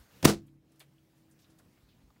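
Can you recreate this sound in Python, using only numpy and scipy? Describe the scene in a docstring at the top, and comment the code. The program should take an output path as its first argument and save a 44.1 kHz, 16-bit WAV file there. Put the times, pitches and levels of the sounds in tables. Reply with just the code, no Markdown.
"""A soft handling thump, then a pin taps a balloon and it bursts, close by in a small furnished room.
The taut skin rings, snaps and tears, and the sudden release of pressure sends out a blast of air.
The room reverberates briefly and a few low tones ring on. Small rustles, ticks and further
handling thumps follow over a quiet background hiss."""
import sys
import numpy as np
from scipy import signal
from scipy.fft import rfft, irfft
from scipy.io import wavfile
from scipy.ndimage import uniform_filter1d

SR = 44100
rng = np.random.default_rng(int(sys.argv[2]) if len(sys.argv) > 2 else 0)


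def transcribe(signal):
    """Save signal, clipped to [-1, 1], as a 16-bit WAV file at the path in sys.argv[1]."""
    frames = np.atleast_2d(signal).T
    limited = np.clip(frames, -1, 1)
    pcm = np.round(limited * 32767).astype(np.int16)
    wavfile.write(sys.argv[1], SR, pcm)


N = 97020
TEAR_S, BLAST_S = .2519, .2531


def amp(db):
    return 10 ** (np.asarray(db) / 20)


def unit_rms(x):
    return x / np.sqrt(np.mean(x ** 2) + 1e-20)


def add(mix, start_s, sound):
    part = mix[max(round(start_s * SR), 0):][:len(sound)]
    part += sound[:len(part)]


def decay(t, t60, hold_s=0):
    """Exponential damping: unity until hold_s, then 60 dB down every t60 seconds."""
    return amp(-60 * np.maximum(t - hold_s, 0) / t60)


def damped_modes(modes, seconds=.4, scatter=0):
    """Modal superposition: damped sines, their phases spread over `scatter` cycles."""
    t = np.arange(0, seconds, 1 / SR)
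    return sum(amp(db) * decay(t, t60) * np.sin(2 * np.pi * (hz * t + scatter * rng.random()))
               for hz, db, t60 in modes)


def spectral_gain(spectrum, hz):
    points_hz, db = np.transpose(spectrum)
    return amp(np.interp(np.log(hz + 1), np.log(points_hz + 1), db))


def coloured_noise(spectrum, size):
    """Spectral shaping: white noise filtered to the given spectrum, at unit rms."""
    gain = spectral_gain(spectrum, np.fft.rfftfreq(size, 1 / SR))
    return unit_rms(irfft(rfft(rng.standard_normal(size)) * gain, size))


# deep push of the blast (frequency [Hz], level [dB], T60 [s])
PUSH_MODES = [(56.6, -24.5, 0.065), (93.5, -20, .11)]
def air_blast(start_hz=490, settled_hz=135, glide_s=.0038, steepness=2.4):
    """Pressure release: freed air swings, slower as it spreads; nonlinearity flattens the crests."""
    out, t = np.zeros(N), np.arange(0, .1, 1 / SR)
    hz = settled_hz + (start_hz - settled_hz) * np.exp(-t / glide_s)
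    swing = np.sin(2 * np.pi * np.cumsum(hz) / SR)
    flattened = np.tanh(steepness * swing) / np.tanh(steepness)
    envelope = np.sqrt(np.minimum(t / .0012, 1)) * decay(t, t60=.021, hold_s=.0037)
    add(out, BLAST_S, amp(-6.5) * envelope * flattened)
    add(out, TEAR_S, damped_modes(PUSH_MODES))
    return out


# spectrum of tearing rubber (frequency [Hz], relative spectral density [dB])
TEAR_SPECTRUM = [(500, -16), (900, 0.5), (1700, 2.5), (2500, -1.5), (3500, -3), (6000, -1.5), (8500, -5),
                 (11000, -12), (16000, -9.5)]
def rubber_tear():
    """Fracture: the ripping skin radiates a few milliseconds of broadband noise."""
    out, t = np.zeros(N), np.arange(0, .1, 1 / SR)
    envelope = np.minimum(t / .0002, 1) * decay(t, t60=.02, hold_s=.0037)
    add(out, TEAR_S, amp(-14) * envelope * coloured_noise(TEAR_SPECTRUM, len(t)))
    return out


# snaps of the rubber (time [s], peak level [dB], carrier frequency [Hz])
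RUBBER_SNAPS = [(0.2277, -29, 9000), (0.2292, -25.5, 5360), (0.2324, -30, 2970), (0.2361, -35.5, 5976),
                (0.2399, -33, 7977), (0.2418, -31, 4900), (0.2458, -23.5, 6000), (.2464, -13, 3500),
                (.2483, -13, 8000), (0.2508, 0, 7900), (0.2666, -25, 11050)]
def rubber_snaps(width_cycles=.75, fizz_db=-9):
    """Impulsive radiation: each snap is a pulse under a cycle wide, hence broadband, trailing fizz."""
    out, t = np.zeros(N), np.arange(0, .1, 1 / SR)
    lead_s = 20 / SR
    from_peak = t[:200] - lead_s
    for s, db, hz in RUBBER_SNAPS:
        window = np.exp(-(from_peak * hz * 2 / width_cycles) ** 2)
        add(out, s - lead_s, -amp(db) * window * np.cos(2 * np.pi * hz * from_peak))
        fizz = decay(t, t60=.012) * coloured_noise(TEAR_SPECTRUM, len(t))
        add(out, s, amp(db + fizz_db) * fizz)
    return out


# modes of the taut balloon (frequency [Hz], relative level [dB], T60 [s])
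SKIN_MODES = [(150.5, -2, 0.16), (281, -2.5, .06), (508, -2.5, .04), (794, -5.5, .03)]
# taps on the skin (time [s], gain [dB])
SKIN_TAPS = [(0.2289, -29.5), (0.2401, -20.5), (0.2482, -15)]
def skin_taps(rise_s=.0011):
    """Free vibration of a membrane: every tap excites the same damped modes."""
    out, t = np.zeros(N), np.arange(0, .1, 1 / SR)
    tap = damped_modes(SKIN_MODES, seconds=.1) * np.minimum(t / rise_s, 1) ** 2
    for s, db in SKIN_TAPS:
        add(out, s, amp(db) * tap)
    return out


# colour of the reverberation (frequency [Hz], relative spectral density [dB])
REVERB_SPECTRUM = [(60, -31), (130, -11.5), (230, -5), (550, -13.5), (900, -17.5), (1350, -17.5),
                   (1600, -22), (2700, -25.5), (5600, -24.5), (10000, -28.5), (16000, -35)]
# reverberation time by band (frequency [Hz], T60 [s])
REVERB_TIMES = [(60, 0.45), (150, 0.13), (400, .18), (1000, .14), (4000, 0.16), (12000, .13)]
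# resonances of the room (frequency [Hz], relative level [dB], T60 [s])
STANDING_WAVES = [(149.2, -9.5, .3), (176.1, -6.5, 0.22), (206.5, 0, 0.24), (297, -5, 0.1), (333, 1, 0.23),
                  (358, -8.5, 0.12), (458, -4.5, .14), (496.1, -10, 0.097), (543, -8.5, 0.094),
                  (688, -12, 0.17), (1270, -13, 0.11)]
def reverberation(early_share=.2, uneven_db=2):
    """Absorption: reflections of the bang die at each band's own rate, over the room's low modes."""
    out, t, hz = np.zeros(N), np.arange(SR) / SR, np.fft.rfftfreq(SR, 1 / SR)
    spectrum = rfft(coloured_noise(REVERB_SPECTRUM, SR))
    centres_hz, t60s = np.transpose(REVERB_TIMES)
    bands = [np.interp(np.log(hz + 1), np.log(centres_hz), row) for row in np.eye(len(t60s))]
    tail = sum(irfft(spectrum * band, SR) * decay(t, t60) for band, t60 in zip(bands, t60s))
    lumps = unit_rms(uniform_filter1d(rng.standard_normal(SR), round(.0025 * SR)))
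    tail *= amp(uneven_db * lumps)  # separate reflections make the decay uneven
    modes = damped_modes(STANDING_WAVES, seconds=1, scatter=.93)
    build_up = np.sin(np.pi / 2 * np.clip((t - .011) / .036, 0, 1)) ** 2
    onset = np.minimum(t / .004, 1) * (early_share + (1 - early_share) * build_up)
    add(out, BLAST_S, onset * (amp(-9) * tail + amp(-15.5) * modes))
    return out


# two long, wavering tones (time [s], lower tone level [dB], upper tone level [dB])
LONG_TONE_LEVELS = [(0.44, -63, -64), (0.588, -65, -68.5), (0.64, -82, -77.5), (0.714, -69, -69.5),
                    (0.796, -71, -71), (0.878, -66, -81), (0.962, -69, -70.5), (1.122, -83, -77.5),
                    (1.158, -68, -73), (1.24, -79, -70.5), (1.314, -70.5, -70), (1.46, -93.5, -77),
                    (1.5, -71.5, -64.5), (1.668, -86, -78.5), (1.688, -94, -72), (1.728, -77, -71.5),
                    (1.806, -95, -95), (1.85, -83, -80)]
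# tones that die sooner (frequency [Hz], level [dB], T60 [s])
SHORT_TONES = [(218, -44.5, 0.43), (183, -49.5, 0.27), (255, -51.5, 0.82), (286.6, -50.5, .9)]
def lingering_tones(long_tones_hz=(141.5, 322.2)):
    """Resonance: low tones set going by the bang ring on after it."""
    out, t = np.zeros(N), np.arange(N) / SR
    times, *levels = np.transpose(LONG_TONE_LEVELS)
    fade = np.clip((t - BLAST_S) / .046, 0, 1) * np.clip((times[-1] - t) / .11, 0, 1)
    for hz, db in zip(long_tones_hz, levels):
        rms = amp(uniform_filter1d(np.interp(t, times, db), size=1500))
        out += np.sqrt(2) * fade * rms * np.sin(2 * np.pi * hz * t)
    add(out, BLAST_S, damped_modes(SHORT_TONES, seconds=.92, scatter=1))
    return out


# rustles and ticks (time [s], level [dB], centre [Hz], bandwidth [Hz], rise [s], T60 [s])
RUSTLE_BURSTS = [(.463, -73.5, 10900, 9000, .008, 0.077), (.481, -75.5, 2505, 3000, 0.00085, 0.077),
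                 (.716, -71.5, 7880, 12000, .004, 0.08), (.755, -75, 7990, 12000, .004, 0.12),
                 (0.795, -56.5, 11000, 8000, .0003, 0.031), (.799, -55, 2700, 3000, .009, .11),
                 (0.799, -58, 8760, 10900, 0.0044, 0.114), (.803, -59, 4750, 900, 0.0015, 0.037),
                 (.806, -61, 790, 1000, 0.0049, 0.095), (.981, -72.5, 3110, 1000, .002, 0.046),
                 (1.14, -77, 7977, 14010, .04, .3), (1.295, -75.5, 12000, 8000, 0.009, 0.14),
                 (1.311, -67, 7520, 6007, .0005, .1), (1.388, -68.5, 5010, 10000, 0.0036, 0.18),
                 (1.415, -70.5, 5000, 5000, .008, 0.18), (1.39, -76.5, 12930, 6010, 0.021, 0.38),
                 (1.443, -66, 3546, 2490, 0.00098, .07), (1.495, -70, 6020, 9900, 0.0069, .15),
                 (1.583, -63.5, 8000, 14000, 0.0071, 0.07), (1.591, -64.5, 1067, 1797, 0.0088, 0.079),
                 (1.774, -65, 2000, 2200, .001, .06), (1.878, -71, 3667, 2972, 0.018, .25),
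                 (2.014, -77, 3004, 4000, 0.0039, 0.063), (2.104, -56.5, 960, 595, 0.0006, 0.026),
                 (2.104, -71, 3000, 6000, 0.00049, .02), (2.16, -70, 1500, 2000, 0.0029, 0.057)]
def rustles():
    """Band-limited noise transients: abrupt ones are heard as ticks, gradual ones as rustles."""
    out, t = np.zeros(N), np.arange(8192) / SR
    hz = np.fft.rfftfreq(len(t), 1 / SR)
    for s, db, centre_hz, width_hz, rise_s, t60 in RUSTLE_BURSTS:
        band = 1 / (1 + (2 * (hz - centre_hz) / width_hz) ** 4)
        noise = unit_rms(irfft(rfft(rng.standard_normal(len(t))) * band))
        envelope = np.minimum(t / rise_s, 1) * decay(t, t60, hold_s=rise_s)
        add(out, s, amp(db) * envelope * noise)
    return out


# soft thumps (time [s], level [dB], frequency [Hz], T60 [s])
HANDLING_THUMPS = [(.0, -46.5, 63.4, 0.081), (1.508, -62.5, 128.3, 0.088), (1.64, -63.5, 55, .1),
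                   (1.829, -54.5, 55.27, 0.17), (2.035, -53, 52, .2)]
def handling_thumps(rise_s=.0046):
    """Damped oscillation: each handling bump excites one low mode."""
    out, t = np.zeros(N), np.arange(0, .4, 1 / SR)
    for s, db, hz, t60 in HANDLING_THUMPS:
        add(out, s, damped_modes([(hz, db, t60)]) * np.minimum(t / rise_s, 1))
    return out


# colour of the background hiss (frequency [Hz], relative spectral density [dB])
HISS_SPECTRUM = [(25, -14), (60, -4), (120, -1.5), (250, -5), (400, -13), (500, -13), (734, -18),
                 (1400, -21.5), (5000, -27.5), (9000, -32), (12500, -32), (16000, -29)]
# level of the background hiss (time [s], bass gain [dB], treble gain [dB])
HISS_LEVELS = [(0, 5, 9.5), (.08, -0.5, 5.5), (.16, 3.5, 11), (.23, 0.5, 11.5), (0.401, -5.5, -2.5),
               (.6, 2, -9.5), (.75, -4, -1), (.9, -2, -3), (1.3, -1.5, -1.2), (1.5, 1, 0.5),
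               (1.8, 1.5, 0.3), (2.2, 1.5, -2)]
def background_hiss(level_db=-66.5, crossover_hz=390, patchy_db=1.6):
    """Amplitude-modulated noise: a patchy hiss, louder before the pop, dipping after, then returning."""
    frames, hz = N // 256 + 5, np.fft.rfftfreq(1024, 1 / SR)[:, None]
    real, imag, patches = rng.standard_normal((frames, len(hz), 3)).T
    patches = unit_rms(uniform_filter1d(uniform_filter1d(patches, 14, axis=0), 10, axis=1))
    spectra = (real + 1j * imag) * spectral_gain(HISS_SPECTRUM, hz) * amp(patchy_db * patches)
    times, bass_db, treble_db = np.transpose(HISS_LEVELS)
    t = np.arange(frames) * 256 / SR
    treble = hz ** 2 / (hz ** 2 + crossover_hz ** 2)
    gain_db = (1 - treble) * np.interp(t, times, bass_db) + treble * np.interp(t, times, treble_db)
    _, steady = signal.istft(spectra, nperseg=1024, noverlap=768)
    _, modulated = signal.istft(spectra * amp(gain_db), nperseg=1024, noverlap=768)
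    return amp(level_db) * modulated[:N] / np.std(steady)


def scene():
    """Superposition: the pressures of all sources add in one channel."""
    pop = rubber_snaps() + skin_taps() + rubber_tear() + air_blast()
    ringing_pop = pop + reverberation() + lingering_tones()
    return (ringing_pop + rustles() + handling_thumps() + background_hiss())[None]


def record(dry, ceiling=.95, low_hz=35, high_hz=15850):
    """Saturation and band limiting: loud peaks are rounded; deep bass and top treble are cut."""
    clipped = ceiling * np.tanh(dry / ceiling)
    bass_cut = signal.butter(2, low_hz, "high", fs=SR, output="sos")
    treble_cut = signal.firwin(511, high_hz, window=("kaiser", 9), fs=SR)
    return signal.oaconvolve(signal.sosfilt(bass_cut, clipped), treble_cut[None], "same")


dry = scene()
out = record(dry)
transcribe(out)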